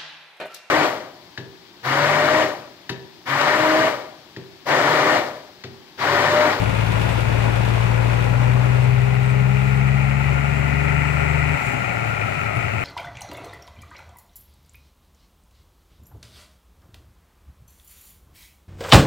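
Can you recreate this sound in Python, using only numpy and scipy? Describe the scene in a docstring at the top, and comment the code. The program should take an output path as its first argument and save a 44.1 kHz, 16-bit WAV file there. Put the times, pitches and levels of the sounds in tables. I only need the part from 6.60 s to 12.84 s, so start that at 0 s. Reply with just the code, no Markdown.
"""Diesel lorry on a mountain road

A six-cylinder lorry labours uphill and nears, revving up until it changes gear.  Tones on its firing rate
drone through resonant stacks, pulsed noise rings the block, and the gears whine during the change.
The turbo whistles as frequency-modulated sines and runs down amid bursts of coloured noise, a hiss of air.
A bus and two motorbikes, heard as pulsed noise, draw away in the other lane; narrow-band squeaks sound
faintly over the tyre noise.
"""
import sys
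import numpy as np
from scipy import signal
from scipy.fft import rfft, irfft
from scipy.io import wavfile

SR = 44100
rng = np.random.default_rng(int(sys.argv[2]) if len(sys.argv) > 2 else 0)


def generate_wav(sig):
    """Save sig (samples, or channels by samples) to the path in sys.argv[1] as 16-bit PCM at SR."""
    pcm = np.round(np.clip(np.atleast_2d(sig).T, -1, 1) * 32767).astype(np.int16)
    wavfile.write(sys.argv[1], SR, pcm)


N = 275184
T = np.arange(N) / SR
FREQ = np.maximum(np.arange(N // 2 + 1) * SR / N, 1)  # Hz, floored to keep divisions and logarithms finite

# Rolling tyres and wooded hillside: (frequency [Hz], relative level [dB])
ROAD_SPECTRUM = [(20, -9), (40, -2), (90, 16.5), (300, 3), (1000, -10.5), (2500, 2), (3400, -7.5),
                 (5000, -19), (8000, -24.5), (10000, -26), (12500, -26), (15500, -43)]
# Thin squeaks: (time [s], frequency [Hz], level [dB], half length [s])
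SQUEAKS = [(0.519, 8100, -49, .02), (2.24, 8130, -53, 0.017), (2.659, 8200, -49, 0.011),
           (2.707, 8200, -47, 0.015), (3.018, 8200, -55, 0.014), (3.166, 8270, -51, .015),
           (3.28, 8366, -52, 0.013), (5.97, 10250, -48.5, 0.015), (6.22, 8500, -54, 0.016)]

# Bus noise: (frequency [Hz], relative level [dB])
BUS_SPECTRUM = [(60, -17), (150, 4), (230, 0), (330, -0.5), (560, 2), (720, -5.5), (950, -2.5),
                (1150, -6.5), (1400, -5.5), (1900, -14), (2400, -13), (3100, -23.5), (6000, -31.5),
                (15000, -53)]
# Motorbike noise: (frequency [Hz], relative level [dB])
BIKE_SPECTRUM = [(200, -22), (800, -1.5), (1700, -0.5), (2700, 2), (3200, 6.5), (3700, -1), (5000, -12),
                 (7500, -21.5), (10000, -19), (15000, -27.5)]
# Motorbikes opening up as they draw away: (time [s], level [dB], half length [s])
BIKE_SURGES = [(.35, -29, 0.71), (1.148, -32.5, .06), (1.55, -34, 0.075), (2.198, -41, .25)]
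# The other lane lies to the right: (frequency [Hz], right minus left [dB])
LANE_SIDE = [(1300, 0), (2000, 3.5), (2800, 11), (3250, 4), (3900, 5), (5500, -1.5)]
BUS_FIRING_HZ, BIKE_FIRING_HZ = 164.1, 56
BUS_DB, BUS_FADE_DB_PER_S = -22, 0.66  # level at the start; loss as it draws away
BEND_S, BEND_FADE_S, BEND_DB = 2.03, 0.41, -7  # the bus slips behind the hillside

# Lorry engine speed in the pull: (time [s], firing rate [Hz])
PULL = [(0.0, 108.8), (0.7, 113.8), (1.55, 117.8), (1.95, 123.8), (2.68, 128.2), (3.43, 134.9),
        (4.11, 142.5), (4.38, 145.2), (4.93, 149.7)]
# The revs fall with the clutch out, then pick up: (time [s], firing rate [Hz])
GEAR_CHANGE = [(4.97, 148.9), (5.07, 134), (5.3, 119.9), (5.8, 95.94), (5.95, 105.4), (6.1, 110.1)]
TOP_RATE_HZ = 150  # firing rate taken as top revs
LIFT_S, LIFT_FADE_S = 4.95, .012  # the driver lifts off the throttle

# Intake rush: (frequency [Hz], relative level [dB])
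INTAKE_SPECTRUM = [(2500, -0.5), (4500, -15.5), (5600, -17), (6800, 1), (8000, -5), (9500, -16.5),
                   (13000, -19), (15500, -20)]
# Blow-off valve: (frequency [Hz], relative level [dB])
PUFF_SPECTRUM = [(2500, -6), (5000, -10), (7000, 0), (9000, -3), (12000, -9), (15500, -14)]
# Puffs of air: (time [s], level [dB], decay time [s])
PUFFS = [(1.58, -55, .12), (5.06, -42, 0.083), (5.97, -54, 0.024)]
TURBO_HZ, TURBO_IDLE_HZ, UPPER_RATIO = 7800, 3500, 1.7  # at top revs; with no boost; upper over lower whistle
TURBO_FOLLOW, RUN_DOWN_S = .33, .78  # power of the revs that it follows; decay time off the throttle
WHISTLE_DB, WHISTLE_DB_PER_HZ = -52.5, .035  # at top pitch; growth with the whistle's pitch
# (under load, coasting), both at top pitch; the intake is relative to the block
UPPER_DB, INTAKE_DB = (-65.5, -56.5), (-28, -23.5)
INTAKE_DB_PER_HZ = .003  # intake rush and upper whistle grow with the whistle's pitch

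# Engine block as the lorry nears: (time [s], clatter level [dB])
NEARING = [(0, -30), (2.4, -30.3), (3.3, -26.5), (4.4, -23), (5.1, -22), (5.6, -24), (6.24, -23.5)]
# Knock strength of each cylinder in firing order: (relative level [dB])
CYLINDERS = [2, -1.5, 1, -3, 0, -1.5]
# Resonances of block and bonnet: (frequency [Hz], width [Hz], relative level [dB])
BLOCK_RESONANCES = [(261, 160, -3), (382, 52, 0.5), (575.4, 40, 5), (717, 57, 3.5), (817, 118, -1),
                    (1391, 240, 6), (1992, 390, -6.5), (2235, 418, 3.5), (2413, 160, -2), (2658, 73, -9.5)]
# Dry rattle between those resonances: (frequency [Hz], relative level [dB])
RATTLE_SPECTRUM = [(100, -44), (250, -8), (800, 4.5), (1050, -19), (1700, -25), (2600, -4.5), (3200, -27),
                   (4200, -25.5), (5500, -28), (7500, -27), (10000, -36.5), (15000, -37)]
HARD_KNOCK_DB, HARD_KNOCK_DB_PER_HZ = -7.5, 0.13  # against the block at top revs; growth with firing rate
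WHINE_S, WHINE_LENGTH_S, WHINE_DB = 5.68, 0.36, -30  # gearbox whine: middle, half length, level
WHINE_HZ, WHINE_SAG_HZ_PER_S = 1340, 240  # pitch at its middle; fall of pitch

# Overtones climbing through a stack resonance: (multiple of the firing rate [1], relative level [dB])
OVERTONES = [(8 / 3, -1.5), (17 / 6, -3), (3, -13), (19 / 6, -1)]
OVERTONE_DB, RASP_DB = (-27.7, -40), (-40.5, -35)  # (under load, coasting)

# Resonances of the hot exhaust stacks: (frequency [Hz], width [Hz], gain [dB])
STACK_RESONANCES = [(58, 11, -5.5), (72, 15.4, -1.7), (126, 36.9, 0.24), (164.7, 11, -7.5),
                    (201, 25, -11.5), (291, 63, -12)]
# Main tones: (multiple of the firing rate [1], relative level under load [dB], the same coasting [dB])
FIRING_TONES = [(1 / 2, -7, -22), (1, 0, -10.5)]
# Tones of unequal cylinders: (multiple of the firing rate [1], relative level under load [dB],
# the same coasting [dB])
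UNEVEN_TONES = [(2 / 3, -15, -28.5), (5 / 6, -11.5, -18), (7 / 6, -18, -26), (4 / 3, -23, -23),
                (3 / 2, -7, -13.5), (5 / 3, -17, -18), (11 / 6, -15, -18), (2, -14.5, -16)]
# Lumpy firings while the engine hunts for the next gear: (time [s], peak level [dB])
LUMPS = [(5.633, -23), (5.695, -21), (5.838, -19), (5.955, -13.5), (6.033, -18), (6.068, -15), (6.176, -13)]
EXHAUST_DB, THUMP_DB = -14, -31.5  # tones, and the thumps of uneven firings
COOLING = 0.095  # share by which stack resonances drop when the gas cools off the throttle

# Colour of the left microphone: (frequency [Hz], gain [dB])
LEFT_PORT = [(2200, 0), (2600, 1), (2880, 0), (3200, -9), (3700, -4.5), (4500, -2)]
# Colour of the right microphone: (frequency [Hz], gain [dB])
RIGHT_PORT = [(60, -10), (600, -9.5), (1100, -9.5), (1400, -7.5), (1700, -8), (2550, -8.5), (3050, -10),
              (3500, -7.5), (4400, -5), (5500, -4), (7700, 3.5), (10000, -2.5), (15000, .3)]
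LORRY_LAG_S, LANE_LAG_S = .000965, .00111  # delay of direct sound at the left microphone
TOP_HZ = 15550  # upper band limit


def undb(db):
    """Amplitude gain is ten to the power of the level in decibels over twenty."""
    return 10 ** (np.asarray(db) / 20)


def unit(x):
    """Normalization: dividing by the root mean square gives a signal of rms 1."""
    return x / np.sqrt(np.mean(x ** 2))


def curves(table):
    """Linear interpolation: each column after the first becomes a function of time."""
    s, *columns = np.transpose(table)
    return [np.interp(T, s, c) for c in columns]


def colour(x, points):
    """Spectral shaping: levels joined over log frequency weight the spectrum without phase shift."""
    hz, db = np.transpose(points)
    gain = undb(np.interp(np.log(FREQ), np.log(hz), db))
    return irfft(rfft(x) * gain, N)


def ring(x, hz, width):
    """Resonance: two identical band-passes in cascade give steep flanks."""
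    return irfft(rfft(x) / (1 + 1j * (FREQ - hz ** 2 / FREQ) / width) ** 2, N)


def noise():
    """Incoherence: independent noises for the direct path and the scatter at each microphone."""
    return rng.standard_normal((3, N))


def walk(rate):
    """Slow fluctuation: noise low-passed at the given rate [Hz], of rms 1."""
    return unit(irfft(rfft(rng.standard_normal(N)) / (1 + (FREQ / rate) ** 4), N))


def after(s, fade_s):
    """Exponential relaxation: 1 until s, then decay."""
    return np.exp(-np.maximum(T - s, 0) / fade_s)


def by_throttle(loaded, coasting):
    """Load dependence: a value relaxes from loaded to coasting once the driver lifts off."""
    return coasting + (loaded - coasting) * after(LIFT_S, LIFT_FADE_S)


def ports(paths, lag_s, scatter_hz):
    """Two-point reception: direct sound arrives right first; scatter takes over above scatter_hz."""
    direct, scattered = rfft(paths[0]), rfft(paths[1:])
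    share = FREQ / (FREQ + scatter_hz * scatter_hz / FREQ)  # scattered share of the power
    delay = np.exp(-2j * np.pi * FREQ * np.array([[lag_s], [0]]))
    return irfft(direct * delay * np.sqrt(1 - share) + scattered * np.sqrt(share), N)


def knocks(firings, pattern_db, scatter_db, decay, between):
    """Impulsive excitation: each firing sets off a decay of its own strength over a steady floor."""
    k = firings.astype(int)
    chance = rng.uniform(-1.7, 1.7, 4096)  # spread about 1
    size_db = np.array(pattern_db)[k % len(pattern_db)] + scatter_db * chance[k]
    pulse = np.exp(-(firings % 1) / decay)  # decay in firing periods
    return unit(between + undb(size_db) * pulse)


def repeating(firings, share):
    """Periodicity in noise: a share of its power recurs alike in every round of the cylinders."""
    rounds = (firings / len(CYLINDERS)).astype(int)
    since_start = np.arange(N) - np.searchsorted(rounds, rounds)  # samples into the round
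    return np.sqrt(share) * noise()[:, since_start] + np.sqrt(1 - share) * noise()


def road():
    """Friction noise: rolling tyres give fluctuating broadband noise, squeaks brief narrow bands."""
    tyres = unit(colour(noise(), ROAD_SPECTRUM)) * undb(-31.0 + walk(9.4))
    rub = noise()
    squeaks = 0
    for s, hz, db, length in SQUEAKS:
        swell = np.exp(-((T - s) / length) ** 2)
        squeaks = squeaks + unit(ring(rub, hz, width=720)) * undb(db) * swell
    return ports(tyres + squeaks, LORRY_LAG_S, scatter_hz=1210)


def bus():
    """Pulsed noise with recession: firings modulate noise, which fades and drops behind the bend."""
    firings = np.cumsum(BUS_FIRING_HZ * (1 + .015 * walk(1))) / SR
    pulses = knocks(firings, [0], scatter_db=3.0, decay=0.56, between=1.0)
    roar = colour(repeating(firings, share=0.31) * pulses, BUS_SPECTRUM)
    level_db = BUS_DB - BUS_FADE_DB_PER_S * T + BEND_DB * (1 - after(BEND_S, BEND_FADE_S))
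    return unit(roar) * undb(level_db + .5 * walk(14))


def motorbikes():
    """Amplitude modulation: slow firings make noise putter, and surges add as powers."""
    firings = np.cumsum(BIKE_FIRING_HZ * (1 + 0.077 * walk(0.7))) / SR
    pulses = knocks(firings, [0], scatter_db=4.5, decay=0.43, between=1.35)
    putter = colour(noise() * pulses, BIKE_SPECTRUM)
    power = sum(undb(db) ** 2 / (1 + ((T - s) / length) ** 2) for s, db, length in BIKE_SURGES)
    flutter = undb(.8 * walk(12))
    return unit(putter) * np.sqrt(power) * flutter


def other_lane():
    """Lateralization: arrival and level differences set bus and motorbikes to the right."""
    left, right = ports(bus() + motorbikes(), LANE_LAG_S, scatter_hz=2380)
    left_side = [(hz, -db / 2) for hz, db in LANE_SIDE]
    right_side = [(hz, db / 2) for hz, db in LANE_SIDE]
    return np.array([colour(left, left_side), colour(right, right_side)])


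def turbo(rate):
    """Rotor tones and jet noise: whistles follow the revs, then run down; air rushes and puffs."""
    driven_hz = TURBO_HZ * (np.maximum.accumulate(rate) / TOP_RATE_HZ) ** TURBO_FOLLOW
    hz = TURBO_IDLE_HZ + (driven_hz - TURBO_IDLE_HZ) * after(LIFT_S, RUN_DOWN_S)
    waver = np.array([walk(87) for _ in range(3)])
    shaft = 2 * np.pi * np.cumsum(hz * (1 + .004 * waver), axis=1) / SR
    lower = np.sin(shaft) * undb(WHISTLE_DB + WHISTLE_DB_PER_HZ * (hz - TURBO_HZ))
    # turbulence smears the upper whistle into a narrow band of noise
    smear = np.array([walk(130) for _ in range(3)])
    flow = undb(INTAKE_DB_PER_HZ * (hz - TURBO_HZ))
    upper = smear * np.sin(UPPER_RATIO * shaft) * flow * undb(by_throttle(*UPPER_DB))
    intake_db = curves(NEARING)[0] + by_throttle(*INTAKE_DB)
    air = flow * undb(intake_db) * unit(colour(noise(), INTAKE_SPECTRUM))
    jet = unit(colour(noise(), PUFF_SPECTRUM))
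    for s, db, fade in PUFFS:
        envelope = np.exp(-np.maximum((T - s) / fade, (s - T) / 0.023))  # rise, then decay
        air = air + jet * undb(db) * envelope
    return ports((lower + upper) * undb(3 * walk(9.1)) + air, LORRY_LAG_S, scatter_hz=5000)


def whine():
    """Gear tone: at a set time the freed gears sing unsteadily at a falling pitch as they slow."""
    hz = (WHINE_HZ - WHINE_SAG_HZ_PER_S * (T - WHINE_S)) * (1 + .02 * walk(39))
    swell = np.exp(-((T - WHINE_S) / WHINE_LENGTH_S) ** 4)
    return swell * undb(WHINE_DB + 4.1 * walk(15)) * np.sin(2 * np.pi * np.cumsum(hz) / SR)


def clatter(rate, firings):
    """Forced resonance: combustion knock rings the block, injectors rattle, and the gears whine."""
    strokes = knocks(firings, CYLINDERS, scatter_db=2.3, decay=.35, between=.65)
    blows = repeating(firings, share=.22) * strokes
    rings = sum(undb(db) * ring(blows, hz, width) for hz, width, db in BLOCK_RESONANCES)
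    # at high revs the upper resonances are struck harder
    hard_db = HARD_KNOCK_DB + HARD_KNOCK_DB_PER_HZ * (rate - TOP_RATE_HZ)
    hard = undb(hard_db) * unit(ring(blows, hz=2030, width=280))
    ticks = noise() * knocks(firings, CYLINDERS, scatter_db=3.0, decay=0.36, between=1.0)
    rattle = undb(-8.5) * unit(colour(ticks, RATTLE_SPECTRUM))
    block = unit(rings) + hard + rattle
    level = undb(curves(NEARING)[0] + 0.32 * walk(8.4))
    return ports(block * level + whine(), LORRY_LAG_S, scatter_hz=3440)


def growl(firings):
    """Swept resonance: overtones swell as they pass a stack resonance, and a rasp follows the revs."""
    angle = 2 * np.pi * firings
    tones = sum(undb(db + 2 * walk(5)) * np.sin(m * angle + .5 * walk(8)) for m, db in OVERTONES)
    overtones = ring(tones, hz=405, width=32) * undb(by_throttle(*OVERTONE_DB))
    # random quadrature amplitudes make a narrow band of noise
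    rasp = walk(55) * np.sin(6.2 * angle) + walk(55) * np.cos(6.2 * angle)
    sound = overtones + rasp * undb(by_throttle(*RASP_DB))
    return ports(np.array([sound] * 3), LORRY_LAG_S, scatter_hz=5070)


def stack_gain(tone_hz):
    """Pipe response: a gliding tone excites each resonance, and cooler gas lowers them all."""
    f = tone_hz / by_throttle(1, 1 - COOLING)
    power = 0
    for hz, width, db in STACK_RESONANCES:
        power = power + (undb(db) / (1 + ((f - hz ** 2 / f) / width) ** 2)) ** 2
    return np.sqrt(power)


def exhaust_tone(rate, firings, multiple, loaded_db, coasting_db, phase):
    """Engine order: a tone locked to the crankshaft is filtered by the stacks."""
    order = np.round(multiple * len(CYLINDERS)) / len(CYLINDERS)  # whole cycles in a round of cylinders
    gain = undb(by_throttle(loaded_db, coasting_db)) * stack_gain(order * rate)
    return gain * np.sin(2 * np.pi * order * firings + phase)


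def lumps(hz, swell):
    """Transient response: at set times a low tone swells and dies within a few cycles."""
    out = 0
    for s, db in LUMPS:
        age = np.maximum(T - s, 0)
        envelope = (age / swell * np.exp(1 - age / swell)) ** 2
        out = out + undb(db) * np.sin(2 * np.pi * hz * age) * envelope
    return out


def exhaust(rate, firings):
    """Periodic excitation: firings drone, unequal cylinders add tones, uneven ones thump the pipe."""
    tones = 0
    for row in FIRING_TONES:
        tones = tones + exhaust_tone(rate, firings, *row, phase=0) * undb(0.66 * walk(2.7))
    for row in UNEVEN_TONES:
        phase = rng.uniform(0, 2 * np.pi) + 0.53 * walk(3.8)
        tones = tones + exhaust_tone(rate, firings, *row, phase=phase) * undb(2.7 * walk(1.5))
    k = firings.astype(int)
    kicks = np.diff(k, prepend=0) * rng.standard_normal(4096)[k]  # one random impulse a firing
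    thumps = unit(ring(kicks, hz=126.3, width=64) + undb(-17.0) * ring(kicks, hz=180, width=200))
    drone = np.sqrt(2) * undb(EXHAUST_DB) * tones
    sound = drone + undb(THUMP_DB) * thumps + lumps(hz=111.6, swell=0.015)
    return ports(np.array([sound] * 3), LORRY_LAG_S, scatter_hz=5000)


def scene():
    """Superposition: one crankshaft drives the lorry's tones, clatter and turbo.

    Whine, puffs and lumps come at set times; road and other traffic are independent.
    """
    rate = curves(list(PULL) + list(GEAR_CHANGE))[0]
    firings = np.cumsum(rate) / SR  # running count of firings
    background = road() + other_lane()
    return background + turbo(rate) + clatter(rate, firings) + growl(firings) + exhaust(rate, firings)


def record(dry):
    """Receiver response: two coloured microphones, the right far weaker below 3 kHz; the top is cut."""
    heard = np.array([colour(dry[0], LEFT_PORT), colour(dry[1], RIGHT_PORT)])
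    return signal.sosfilt(signal.ellip(10, .2, 80, TOP_HZ, fs=SR, output="sos"), heard)


dry = scene()
out = record(dry)
generate_wav(out)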